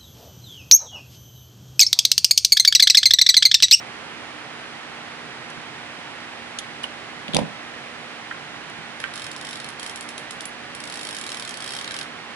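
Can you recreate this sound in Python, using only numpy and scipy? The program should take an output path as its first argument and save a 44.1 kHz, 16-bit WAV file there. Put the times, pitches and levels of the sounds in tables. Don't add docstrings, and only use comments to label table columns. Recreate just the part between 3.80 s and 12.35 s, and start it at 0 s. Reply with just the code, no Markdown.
import sys
import numpy as np
from scipy import signal
from scipy.fft import rfft, irfft
from scipy.io import wavfile

SR = 44100
rng = np.random.default_rng(int(sys.argv[2]) if len(sys.argv) > 2 else 0)


def store_wav(level_fs):
    pcm = np.round(np.clip(np.atleast_2d(level_fs), -1, 1) * 32767)
    wavfile.write(sys.argv[1], SR, pcm.T.astype(np.int16))


N = 377055
CLICK_TOP_HZ, BAND_LIMIT_HZ = 11700, 11060

# (frequency [Hz], relative level [dB])
FAN_AIR = [(25, -39), (58, -15), (85, -13), (140, -3.5), (205, -7), (340, -5.5), (800, -5), (1150, -4.5),
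           (1900, -3), (3100, -7.5), (4500, -14), (7000, -22.5), (11000, -30)]
# (frequency [Hz], relative level [dB])
FAN_TONES = [(237, -54.5), (300.5, -57), (716, -59), (816, -58), (1142, -66.5)]
# (frequency [Hz], left minus right [dB])
FAN_PAN = [(60, -5.5), (190, -5.5), (500, -6), (1100, -5.5), (3500, -3.5), (11000, -1)]
# (frequency [Hz], coherence [0-1])
FAN_COHERENCE = [(100, 0.81), (600, 0.57), (2000, 0.67), (5000, 0.33), (11000, 0.32)]
# (frequency [Hz], right phase lag [rad])
FAN_PHASE = [(100, 0), (1300, 0.63), (2600, 1.56), (5000, 3), (11000, 5.5)]
# (time [s], level [dB], centre [Hz], width [Hz], crack level [dB], t60 [s], left minus right [dB])
FITTING_SNAPS = [(1.701, -38, 5000, 4000, -3, 0.026, -3), (2.7870, -25, 3340, 450, 0, 0.05, -4),
                 (2.7876, -25.5, 6040, 450, -7, 0.014, 2), (3.033, -32, 3300, 1500, -4, 0.064, -2),
                 (3.04, -20, 2980, 170, -25, 0.042, -11), (3.042, -30.5, 1100, 700, -22, 0.063, -7),
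                 (3.4810, -28, 2900, 700, -16, 0.026, 0), (3.5351, -24.5, 3330, 500, -17, .04, 3),
                 (3.5468, -16, 3640, 400, -5.5, 0.0083, -11), (3.5505, -26, 3430, 450, -11, 0.055, 8),
                 (3.5669, -16, 3400, 600, -12, 0.01, 5), (3.5675, -17, 4900, 450, -12, 0.0077, -7),
                 (3.5891, -28, 2740, 1200, -8, 0.032, -1), (4.899, -42, 5000, 4000, 0, .025, -2),
                 (5.2397, -30, 2950, 700, -11, .022, -5), (6.6545, -27.5, 8840, 1800, -3, 0.019, -8),
                 (6.6560, -39, 10100, 90, -25, 0.11, -3)]
# (frequency [Hz], relative level [dB])
GEAR_COLOUR = [(500, -24), (1400, -7), (2750, -9.5), (3150, -4.5), (5200, -5.5), (5800, -8), (7200, -8),
               (9200, -7.5), (10200, -5.5), (11000, -9.5)]
# (time [s], level [dB], hardness [Hz])
BODY_BUMPS = [(1.772, -42.5, 60), (3.487, -31.5, 300), (3.538, -22.5, 250), (3.5515, -22.5, 400),
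              (3.5638, -16, 1600), (3.5868, -18.5, 1100), (3.6150, -22, 220), (3.6290, -30.5, 300),
              (4.982, -41.5, 50)]
# (frequency [Hz], relative level [dB], t60 [s])
BODY_MODES = [(60, -21, 0.19), (122, -11.5, 0.15), (157, -3, 0.15), (209, 5, 0.13), (278, 3.5, 0.085),
              (375, -1, 0.053), (448, 1.5, 0.056), (508, 4, 0.061), (590, 9.5, 0.054), (730, 11, 0.033),
              (805, 10, 0.037), (1010, 11, 0.028)]
# (time [s], level [dB], hardness [Hz])
CRANK_KNOCKS = [(4.5112, -26.5, 600), (4.5135, -27, 500), (5.2397, -20.5, 4500), (5.2482, -33, 2500)]
# (frequency [Hz], relative level [dB], t60 [s])
CRANK_MODES = [(1440, 2.5, 0.011), (1576, -2.5, 0.038), (1830, -3, 0.017), (1980, 0.5, 0.013),
               (2330, -5, 0.019), (3100, -0.5, 0.015)]
SINGLE_TEETH = [5.2009, 6.1585, 6.2087, 6.2888, 6.379, 6.508, 6.6066]
# (time [s], travel [teeth])
FIRST_STROKE = [(5.3377, 0), (5.3958, 3), (5.4659, 6), (5.6116, 9), (5.6488, 10), (5.7295, 14),
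                (5.7563, 15), (5.8879, 18)]
NUDGE_STROKE = [(5.996, 0), (6.096, 3)]
SECOND_STROKE = [(6.9493, 0), (7.0028, 1), (7.0739, 3), (7.1233, 5), (7.1728, 8), (7.3859, 19),
                 (7.6759, 30), (7.7085, 32), (7.8037, 35), (7.8615, 38), (7.9651, 45), (8.0114, 47),
                 (8.1415, 51), (8.2116, 54)]
# (time [s], relative level [dB])
PAWL_FORCE = [(5.3, -32), (5.85, -31), (6.05, -28), (6.25, -31), (6.5, -27.5), (6.62, -29.5), (7.05, -32),
              (7.25, -29), (7.54, -28), (7.76, -31), (8.14, -27)]
# (time [s], treble [dB], ring [dB])
CLICK_TONE = [(5.8, -9, 2), (6.3, -2.5, -10), (7.25, -6.5, 2.5), (7.6, -6.5, -1), (7.92, -7, 9),
              (8.06, -12.5, -5), (8.2, -7, -3)]
# (frequency [Hz], relative level [dB], t60 [s])
WHEEL_MODES = [(3240, -3.5, 0.017), (3820, -9.5, .035), (4280, -16, .035), (4610, -7, 0.016),
               (5290, -13, 0.042), (5390, -8.5, 0.035), (8160, -10, 0.028), (9970, -10.5, 0.022)]
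# (frequency [Hz], t60 [s])
ROOM_DECAY = [(200, 0.29), (1500, 0.41), (5000, 0.18), (11000, 0.23)]


def amp(db):
    return 10 ** (np.asarray(db) / 20)


def curve_at(points, hz):
    freqs, values = np.transpose(points)
    return np.interp(np.log(hz + 1), np.log(freqs + 1), values)


def unit_rms(x):
    return x / np.sqrt(np.mean(x ** 2) + 1e-20)


def placed(hit, db, pan_db, attack=190):
    sides = unit_rms(amp([[pan_db / 2], [-pan_db / 2]]))
    return amp(db) * sides * hit / np.sqrt(np.mean(hit[:, :attack] ** 2, 1, keepdims=True) + 1e-20)


def add(mix, start_s, sound):
    part = mix[:, round(start_s * SR):][:, :sound.shape[1]]
    part += sound[:, :part.shape[1]]


def axes(size):
    return np.arange(size) / SR, np.fft.rfftfreq(size, 1 / SR)


def coloured(noise, gain):
    return unit_rms(irfft(rfft(noise) * gain, noise.shape[-1]))


def envelope(t, t60, rise_s=0.000067):
    return (1 - np.exp(-t / rise_s)) * amp(-60 * t / t60)


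def ring(modes, t, hard_hz, spread_rad, rise_s):
    out = 0
    for k, (hz, db, t60) in enumerate(modes):
        phase = k * np.pi + spread_rad * rng.standard_normal((2, 1))
        gain = amp(db) / (1 + (hz / hard_hz) ** 2)
        out = out + gain * envelope(t, t60, rise_s) * np.sin(2 * np.pi * hz * t + phase)
    return out


def blows(cues, modes, spread_rad, contact_cycles, pan_db, attack=190):
    t, _ = axes(16384)
    out = np.zeros((2, N))
    for start_s, db, hard_hz in cues:
        hit = ring(modes, t, hard_hz, spread_rad, rise_s=contact_cycles / hard_hz)
        add(out, start_s, placed(hit, db, pan_db, attack))
    return out


def fan(air_db=-36.5, hum_gain_db=1, waver_rad=0.32, waver_hz=4.2):
    t, hz = axes(N)
    left, unrelated = rfft(rng.standard_normal((2, N)))
    coherence = curve_at(FAN_COHERENCE, hz)
    right = coherence * left + np.sqrt(1 - coherence ** 2) * unrelated
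    right *= np.exp(-1j * curve_at(FAN_PHASE, hz))
    pan = amp(curve_at(FAN_PAN, hz) / 2)
    colour = amp(curve_at(FAN_AIR, hz)) * (hz < BAND_LIMIT_HZ)
    air = unit_rms(irfft(np.array([left * pan, right / pan]) * colour, N))
    hum = 0
    for tone_hz, db in FAN_TONES:
        drift = waver_rad * coloured(rng.standard_normal((2, N)), 1 / (1 + (hz / waver_hz) ** 2))
        sides = amp(curve_at(FAN_PAN, tone_hz) * np.array([[.5], [-.5]]))
        hum = hum + sides * amp(db) * np.sqrt(2) * np.sin(2 * np.pi * tone_hz * t + drift)
    return amp(air_db) * air + amp(hum_gain_db) * hum


def fittings():
    t, hz = axes(8192)
    out = np.zeros((2, N))
    crack_colour = amp(curve_at(GEAR_COLOUR, hz)) * hz / (hz + 4000) * (hz < CLICK_TOP_HZ)
    for start_s, db, centre_hz, width_hz, crack_db, t60, pan_db in FITTING_SNAPS:
        metal_noise, crack_noise = rng.standard_normal((2, 2, len(t)))
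        resonance = 1 / (1 + ((hz - centre_hz) / width_hz) ** 2)
        metal = placed(coloured(metal_noise, resonance), db=0, pan_db=0)
        crack = amp(crack_db) * coloured(crack_noise, crack_colour)
        add(out, start_s, placed((metal + crack) * envelope(t, t60), db, pan_db, attack=130))
    return out


def body_bumps():
    return blows(BODY_BUMPS, BODY_MODES, spread_rad=1.18, contact_cycles=0.17, pan_db=-7.5, attack=400)


def crank_knocks():
    return blows(CRANK_KNOCKS, CRANK_MODES, spread_rad=1.0, contact_cycles=0.28, pan_db=-5)


def pawl_drops(uneven_db=0.8, tick_db=-12, tick_spread_db=3, tick_scatter=0.12):
    strokes = [SINGLE_TEETH]
    for stroke in FIRST_STROKE, NUDGE_STROKE, SECOND_STROKE:
        times, teeth = np.transpose(stroke)
        strokes.append(np.interp(np.arange(round(teeth[-1]) + 1), teeth, times))
    drop_s = np.sort(np.concatenate(strokes))
    uneven, lateness, weight = rng.standard_normal((len(drop_s), 3)).T
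    drop_db = np.interp(drop_s, *np.transpose(PAWL_FORCE)) + uneven_db * uneven
    wait_s = np.minimum(0.34 * np.diff(drop_s, append=N / SR), 0.015)
    tick_s = drop_s + wait_s * (1 + tick_scatter * lateness)
    return zip(np.r_[drop_s, tick_s], np.r_[drop_db, drop_db + tick_db + tick_spread_db * weight])


def ratchet(low_t60=0.014, high_t60=0.019, rise_s=0.00027, rebound_s=0.00186, rebound_db=-2,
            wheel_trim_db=-6, alike=0.23, trim_db=-0.9, pan_db=-3):
    t, hz = axes(4096)
    out = np.zeros((2, N))
    treble_band = 1 / (1 + (5800 / (hz + 1)) ** 8)
    shared = rng.standard_normal((2, len(t)))
    times, treble_db, ring_db = np.transpose(CLICK_TONE)
    for start_s, db in pawl_drops():
        bright_db = np.interp(start_s, times, treble_db) + .5 * max(-24 - db, 0) + rng.standard_normal()
        colour = amp(curve_at(GEAR_COLOUR, hz) + bright_db * treble_band) * (hz < CLICK_TOP_HZ)
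        noise = np.sqrt(alike) * shared + np.sqrt(1 - alike) * rng.standard_normal(shared.shape)
        shake = coloured(noise, colour)
        treble = irfft(rfft(shake) * treble_band)
        low = (shake - treble) * envelope(t, low_t60, rise_s)
        high = treble * envelope(t, high_t60, rise_s)
        lag = round(rebound_s * rng.normal(1, .05) * SR)
        click = low + high + amp(rebound_db) * np.roll(low + high / 2, lag, axis=1)
        detune = rng.normal(1, 0.0059)
        wheel = ring(WHEEL_MODES, t * detune, hard_hz=SR, spread_rad=2.6, rise_s=rise_s)
        click += amp(wheel_trim_db + np.interp(start_s, times, ring_db)) * wheel
        add(out, start_s, placed(click, db + trim_db, rng.normal(pan_db, 1)))
    return out


def room(send, predelay_s=0.0045, desk_db=-14, desk_s=0.0062):
    t, _ = axes(16384)
    noise = rng.standard_normal((2, len(t))) * (t > predelay_s)
    hz, frame_s, spectra = signal.stft(noise, SR, nperseg=256)
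    decay = amp(-60 * frame_s / curve_at(ROOM_DECAY, hz)[:, None])
    _, response = signal.istft(spectra * decay, SR, nperseg=256)
    response /= np.linalg.norm(response[0])
    response[:, round(desk_s * SR)] += amp(desk_db)
    return signal.fftconvolve(send, response, axes=1)[:, :N]


def scene():
    clicks, snaps, knocks, bumps = ratchet(), fittings(), crank_knocks(), body_bumps()
    reverb = room(amp(-6) * clicks + amp(-14) * snaps + amp(-10) * (knocks + bumps))
    return clicks + snaps + knocks + bumps + reverb + fan()


def record(dry):
    lowpass = signal.firwin(161, BAND_LIMIT_HZ, window=("kaiser", 9), fs=SR)
    return signal.oaconvolve(np.clip(dry, -1, 1), lowpass[None], "same", axes=1)


dry = scene()
out = record(dry)
store_wav(out)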